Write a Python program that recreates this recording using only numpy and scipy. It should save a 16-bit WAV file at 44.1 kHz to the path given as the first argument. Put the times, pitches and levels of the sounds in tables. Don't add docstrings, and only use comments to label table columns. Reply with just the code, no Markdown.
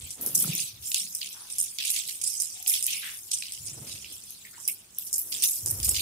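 import sys
import numpy as np
from scipy import signal
from scipy.fft import rfft, irfft, next_fast_len
from scipy.io import wavfile
from scipy.ndimage import uniform_filter1d

SR = 44100
rng = np.random.default_rng(int(sys.argv[2]) if len(sys.argv) > 2 else 0)


def to_wav(s):
    ch = np.atleast_2d(s).T
    pcm = np.round(np.clip(ch, -1, 1) * 32767)
    wavfile.write(sys.argv[1], SR, pcm.astype(np.int16))


N = 265041

# start in seconds, smack peak in dB before the high-pass, drop size (higher is
# coarser, lower mistier), nominal fizz level against the smack in dB, fizz decay time to -60 dB in seconds.
GOBS = [(0.1053, -22, 0.25, -18, 0.17), (0.2114, -19.5, -2.25, -16.5, 0.83), (0.262, -10, -1.84, -19, 0.11),
        (0.3487, -10, -1.37, -11.5, 0.37), (0.36, -19, -1.9, -34, 0.09), (0.539, -24, -3.5, -19, 0.12),
        (0.5512, -13, -2.2, -30, 0.12), (0.8238, -35.5, 0.62, -7.5, 0.64), (0.9168, -15, 0.66, -25.5, 0.14),
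        (0.944, -6.5, 0.52, -22, 0.33), (1.1494, -15, -0.9, -21, 0.14), (1.2131, -23, 1.8, -14, 0.21),
        (1.5, -29.5, 0.42, -11, 1), (1.5833, -13, -0.78, -15.5, 0.25), (1.7852, -14.5, 1.25, -20, 0.36),
        (1.8479, -22, 0.58, -8.5, 1), (1.9035, -10.5, -1.3, -20, 0.15), (1.962, -15.5, 0.74, -14, 0.18),
        (2.085, -24.5, 0.86, -9, 0.12), (2.2141, -19.5, 0.19, -14, 0.087),
        (2.2372, -16.5, -0.0076, -14, 0.36), (2.2737, -17.5, 0.15, -20.5, 0.96),
        (2.401, -13.5, -0.15, -15, 0.21), (2.4212, -16, -0.28, -21, 0.1), (2.626, -21, -1.8, -28, 0.1),
        (2.662, -20.5, 6, -17.5, 0.51), (2.6722, -14.5, -1.6, -8.5, 0.26), (2.677, -10.5, -0.3, -20, 0.42),
        (2.738, -17, 0.75, -12, 0.17), (2.826, -12, -0.43, -18.5, 0.18), (2.8653, -6.5, -1.5, -26, 0.11),
        (2.905, -20, 0.55, -12, 0.33), (3.3131, -22, 0.33, -9, 0.32), (3.4224, -19.5, 2.3, -20, 0.3),
        (3.521, -20.5, 0.42, -18, 0.26), (3.6543, -30.5, 0.19, -12, 0.3), (3.868, -34, 0.77, -6, 0.46),
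        (3.9182, -26.5, 0.62, -14, 0.16), (4.0454, -39.5, 2.4, -8, 0.26), (4.123, -30.5, -0.7, -13.5, 0.24),
        (4.3062, -23.5, -2.2, -25, 0.11), (4.677, -9.5, -1.74, -15, 0.15), (4.985, -10.5, -2.6, -22.5, 0.2),
        (5.066, -28.5, 0.31, -8.5, 0.1), (5.129, -12, -0.78, -14, 0.2), (5.1814, -10, -2.5, -19.5, 0.22),
        (5.3209, -19, 0.62, -13, 0.36), (5.4226, -13.5, 0.49, -11.5, 0.16), (5.4368, -5.5, -1.4, -18, 0.37),
        (5.4835, -19.5, 0.25, -17, 0.44), (5.6603, -10, -0.67, -21, 0.25), (5.7095, -9.5, -2.1, -24, 0.09),
        (5.8006, -19, 0.46, -26, 0.28), (5.8297, -16.5, 0.34, -15, 0.47), (5.846, -11.5, -1.9, -13, .1),
        (5.891, -7, -1.35, -20, 0.14), (5.9454, -20, 1.03, -10, 1)]
# time in seconds, left-right difference in dB.
SPOT = [(0, -1.5), (1.0, -1.5), (1.7, -2.5), (2.3, -5.5), (2.9, -2.7), (3.7, -1.8), (6.0, -2.3)]


def gobs():
    smacks, fizzes = np.zeros((2, N)), np.zeros((2, N))
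    for s, *row in GOBS:
        pan_db = np.interp(s, *np.transpose(SPOT))
        smack, fizz = gob(pan_db, *row)
        add(smacks, s, smack)
        add(fizzes, s, fizz)
    return smacks, fizzes


# frequency in Hz, relative level in dB.
COARSE = [(1700, -15.5), (2500, -4.5), (3300, -2.5), (5000, -3), (7500, -14)]
# frequency in Hz, relative level in dB.
FINE = [(4000, -42), (5100, -5), (7000, -3), (9300, 1.5), (11500, -9.5), (14000, -96)]
# frequency in Hz, relative level in dB.
MIST = [(8000, -16.5), (11000, 16.5), (12500, 15), (14500, 11.5), (15600, 7.5)]


def gob(pan_db, peak_db, size, fizz_db, t60):
    t = np.arange(16384) / SR
    coarse_db, mist_db = shares(size)
    noise = rng.standard_normal((2, len(t)))
    fine = colour(noise, FINE)
    coarse = gain_of(coarse_db) * colour(noise, COARSE)
    mist = gain_of(mist_db) * colour(noise, MIST)
    sizes = np.array([fine, coarse, mist])
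    peak = gain_of(peak_db + np.outer([.5, -.5], pan_db))
    sizes *= peak / np.sqrt(np.mean(sizes.sum(0) ** 2))

    attack = np.sin(np.pi / 2 * np.minimum(t / .0007, 1)) ** 2
    smack = sizes.sum(0) * np.exp(-t / .0016) * attack
    smack = smack * peak / abs(smack).max(axis=1, keepdims=True)

    struck = rng.random((3, len(t))) < 330 / SR
    landings = struck * np.minimum(rng.exponential(1, (3, len(t))), 2.1) ** 2
    landings = signal.lfilter([1], [1, -np.exp(-1 / (.0008 * SR))], landings)
    landings = uniform_filter1d(landings, size=12)
    spatter = np.sqrt(.5 + 2.4 * abs(landings))
    decay = gain_of(fizz_db - 60 * (t / max(t60, .02)) ** 1.444)
    taper = np.sqrt(1 - (t / t[-1]) ** 2)
    fizz = decay * np.minimum(t / 0.0053, 1) * taper
    return smack, (sizes * spatter[:, None]).sum(0) * fizz


COARSE_DB, COARSE_SLOPE_DB = -20, 31
MIST_DB, MIST_SLOPE_DB = -13, -11.5


def shares(size):
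    return COARSE_DB + COARSE_SLOPE_DB * size, MIST_DB + MIST_SLOPE_DB * size


# time in seconds, level of the small drops in dB before
PATTER = [(0, -40, 0.23), (.17, -53.5, -0.016), (.62, -36, 0.27), (.78, -56, 0.22), (.88, -41.5, -0.69),
          (1.4, -47.5, 0.24), (1.75, -45.5, -0.21), (2.55, -46, -0.054), (2.9, -38.5, 0.19),
          (3.22, -47, -0.19), (4.1, -49.5, 0.11), (4.55, -52, 0.036), (4.64, -45.5, -0.097),
          (4.88, -59, 0.22), (5.08, -43.5, -0.34), (5.78, -44.5, -0.68), (6.01, -40.5, -0.77)]
PATTER_COARSE_DB, PATTER_MIST_DB = 13.5, 8


def patter():
    level_db, size = curves(PATTER)
    coarse_db, mist_db = shares(size)
    spread_db = 4.5
    coarse = colour(drops(290, spread_db, 0.0006, -9), COARSE)[:, :N]
    fine = colour(drops(290, spread_db, 0.0005, -16), FINE)[:, :N]
    mist = colour(drops(260, spread_db, 0.0004, -10), MIST)[:, :N]
    coarse = coarse * gain_of(coarse_db + PATTER_COARSE_DB)
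    mist = mist * gain_of(mist_db + PATTER_MIST_DB)
    return gain_of(level_db) * (coarse + fine + mist)


def drops(per_s, spread_db, ring_s, wet_db):
    size = next_fast_len(N)
    struck = rng.random(size) < per_s / SR
    ticks = gain_of(spread_db * np.minimum(rng.exponential(1, size), 4.2)) * struck
    ticks = ticks * gain_of(np.outer([1, -1], 2.8 * rng.standard_normal(size)))
    t = np.arange(4000) / SR
    fade = np.exp(-t / ring_s) + gain_of(2 * wet_db) * np.exp(-t / 0.052)
    power = signal.oaconvolve(ticks ** 2, fade[None], axes=1)
    return np.sqrt(abs(power[:, :size])) * rng.standard_normal((2, size))


def clumped(x, wide_db, narrow_db, bead_db):
    z = signal.stft(x, nperseg=256, noverlap=192)[2]
    wide, narrow, beads = rng.standard_normal((z.shape[2], z.shape[1], 3)).T
    wide = evened(uniform_filter1d(uniform_filter1d(wide, size=9, axis=0), size=30, axis=1))
    narrow = evened(uniform_filter1d(uniform_filter1d(narrow, size=2, axis=0), size=12, axis=1))
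    beads = uniform_filter1d(1. * (beads > 2.9), size=6, axis=0)
    beads = uniform_filter1d(beads, size=3, axis=1) > 1e-6
    gain = gain_of(wide_db * wide + narrow_db * narrow + bead_db * beads)
    return signal.istft(z * gain, nperseg=256, noverlap=192)[1][:, :N]


# start in seconds, level in dB before the swell and fade, frequency in Hz.
BLIPS = [(0.4433, -27, 1320), (0.5939, -19, 2680), (2.8827, -18, 3230), (3.4235, -18.5, 2540),
         (4.0451, -22.5, 2790), (4.4505, -35.5, 2040), (4.578, -40, 964), (5.349, -16.5, 3520)]
BLIP_CYCLES = 3.35


def blips():
    track = np.zeros((2, N))
    for s, *row in BLIPS:
        add(track, s, blip(*row))
    return track


def blip(db, hz):
    age = hz * np.arange(2048) / SR
    swell = np.sin(np.pi / 2 * np.minimum(age / 3, 1)) ** 2
    tone = np.sin(2 * np.pi * (age + rng.random((2, 1)) / 4))
    return gain_of(db) * swell * np.exp(-age / BLIP_CYCLES) * tone


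# start in seconds, nominal level in dB, centre in Hz, length in seconds (15.8 dB of decay),
# scale of the band's width in Hz.
SOFT_BANDS = [(1.335, -56, 1160, 0.18, 760), (2.535, -62.5, 750, 0.25, 74.8), (2.923, -38, 2510, 0.11, 800),
              (3.017, -38.5, 2460, 0.14, 1850), (4.443, -49.5, 1990, 0.064, 452),
              (4.525, -56, 1580, 0.11, 600), (4.573, -58, 980, 0.059, 253), (4.677, -40, 2400, 0.042, 600)]


def soft_bands():
    track = np.zeros((2, N))
    for s, *row in SOFT_BANDS:
        add(track, s, soft_band(*row))
    return track


def soft_band(db, hz, length, width):
    t = np.arange(8192) / SR
    edges = [(hz - width, -35), (hz - 0.39 * width, 0), (hz + 0.5 * width, 0), (hz + 4.0 * width, -35)]
    band = colour(rng.standard_normal((2, len(t))), edges)
    flutter = evened(uniform_filter1d(rng.standard_normal(len(t)), size=200))
    band = band * gain_of(2.5 * flutter)
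    envelope = gain_of(db - 15.8 * (t / length) ** 2) * np.minimum(7 * t / length, 1)
    return envelope * (band + 0.11 * band[::-1])


# frequency in Hz, relative level in dB.
SKIRT = [(150, -12.5), (300, -2.5), (800, -14.5), (2000, -18.5)]


def low_swells():
    level, hz, skirt_db = swelling()
    slow, quick = (evened(uniform_filter1d(uniform_filter1d(rng.standard_normal(N), size=k), size=k))
                   for k in (1500, 500))
    core = resonate(resonate(air(), hz, 65), hz, 68) * gain_of(0.7 * slow)
    skirt = colour(air(), SKIRT)[:, :N] * gain_of(skirt_db + 2.5 * quick)
    return level * (core + skirt)


# peak in seconds, level in dB before the lumps, centre frequency in Hz, half length in
# seconds, rough skirt against the resonant core in dB.
LOW_SWELLS = [(0.014, -54, 78, 0.16, -8), (0.262, -59, 100, 0.12, 19.5), (0.466, -42.5, 163, 0.18, -6),
              (0.8, -57, 87, 0.12, -18), (1.046, -57.5, 201, 0.069, -22), (3.683, -54, 102, 0.15, -12.5),
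              (3.816, -54.5, 140, 0.18, 2.5), (3.93, -61.5, 63, 0.34, -2.5), (5.33, -69.5, 117, 0.23, 15.5),
              (5.705, -45.5, 100, .11, -4), (5.916, -44.5, 64.5, 0.29, -6.5)]
# level in dB, buffet frequency in Hz, skirt in dB.
BREEZE = (-72, 85, 1)
SWELL_SQUARE = 2.6
SWELL_EDGE_DB = -23


def swelling():
    s, db, hz, half, skirt_db = np.transpose(LOW_SWELLS)
    distance = abs((np.arange(N)[:, None] / SR - s) / half)
    swell = gain_of(db + SWELL_EDGE_DB * distance ** SWELL_SQUARE)
    calm_db, calm_hz, calm_skirt_db = BREEZE
    calm = gain_of(calm_db)
    level = calm + swell.sum(1)
    pitch = (calm * calm_hz + swell @ hz) / level
    roughness = (calm * calm_skirt_db + swell @ skirt_db) / level
    return level, pitch, roughness


# middle in seconds, level in dB, frequency in Hz.
THUMPS = [(0.46, -33, 164), (0.499, -25.5, 150), (.55, -38, 157), (5.734, -31.5, 96), (5.832, -31.5, 74.5),
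          (5.88, -33.5, 65.5), (5.928, -35, 73)]
THUMP_CYCLES = 1.33


def thumps():
    track = np.zeros((2, N))
    for s, *row in THUMPS:
        add(track, s - .05, thump(*row))
    return track


def thump(db, hz):
    turns = hz * (np.arange(4410) / SR - .05)
    return gain_of(db) * np.exp(-(turns / THUMP_CYCLES) ** 2) * np.sin(2 * np.pi * turns) * np.ones((2, 1))


# frequency in Hz, relative level in dB.
YARD = [(30, 4.5), (90, 3), (400, -8.5), (1500, -8), (9000, -30), (16000, -6.5)]
YARD_DB = -59.5
# frequency in Hz, bandwidth in Hz, level in dB before the swell.
HUM = [(195, 7.2, -74), (365, 21, -80.5)]


def yard():
    swell = evened(uniform_filter1d(uniform_filter1d(rng.standard_normal(N), size=6000), size=6000))
    hum = sum(gain_of(db) * resonate(air(), hz, width) for hz, width, db in HUM)
    wash = gain_of(YARD_DB) * colour(air(), YARD)[:, :N]
    return wash + hum * gain_of(2.2 * swell)


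# frequency in Hz, left-right correlation from 0 to 1.
SAME = [(240, 0.97), (800, 0.44), (1500, 0.064)]


def air():
    size = next_fast_len(N)
    a, b = rfft(rng.standard_normal((2, size)))
    same = np.clip(read(SAME, np.fft.rfftfreq(size, 1 / SR)), -1, 1)
    return irfft(np.array([a, same * a + np.sqrt(1 - same ** 2) * b]), size)


def resonate(x, hz, width):
    turn = np.exp(2j * np.pi * np.cumsum(hz * np.ones(N)) / SR)
    r = np.exp(-np.pi * width / SR)
    return evened((turn * signal.lfilter([1 - r], [1, -r], x[:, :N] / turn)).real)


def colour(x, points):
    gain = gain_of(read(points, np.fft.rfftfreq(x.shape[-1], 1 / SR)))
    return evened(irfft(rfft(x) * gain, x.shape[-1]))


def read(points, hz):
    f, value = np.transpose(points)
    return np.interp(np.log(hz + 1), np.log(f + 1), value)


def curves(rows):
    s, *columns = np.transpose(rows)
    return [np.interp(np.arange(N) / SR, s, c) for c in columns]


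def gain_of(db):
    return 10 ** (np.asarray(db) / 20)


def evened(x):
    return x / np.sqrt(np.mean(x ** 2) + 1e-20)


def add(mix, s, sound):
    part = mix[:, round(s * SR):][:, :sound.shape[1]]
    part += sound[:, :part.shape[1]]


def scene():
    smacks, fizzes = gobs()
    water = patter() + fizzes
    falling = smacks + clumped(water, wide_db=2.5, narrow_db=3.5, bead_db=5)
    thin = signal.butter(6, 2050, "high", fs=SR, output="sos")
    spray = signal.sosfilt(thin, falling)
    low = clumped(low_swells(), wide_db=1, narrow_db=1.5, bead_db=0)
    return spray + blips() + soft_bands() + low + thumps() + yard()


# frequency in Hz, left-right difference in dB.
PORTS = [(60, -0.5), (240, -1.5), (950, 1), (3770, -0.1), (8800, -1.5), (11800, 0.5), (15000, 5)]
EDGE_HZ = 15650


def record(dry):
    size = next_fast_len(N + 2048)
    hz = np.fft.rfftfreq(size, 1 / SR)
    bass_loss = np.sqrt(1 + (55 / (hz + 1)) ** 4)
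    ports = gain_of(np.outer([.5, -.5], read(PORTS, hz))) / bass_loss
    heard = irfft(rfft(dry, size) * ports, size)[:, :N]
    low_pass = signal.firwin(511, EDGE_HZ, window=("kaiser", 9), fs=SR)
    return signal.oaconvolve(heard, low_pass[None], "same")


dry = scene()
out = record(dry)
to_wav(out)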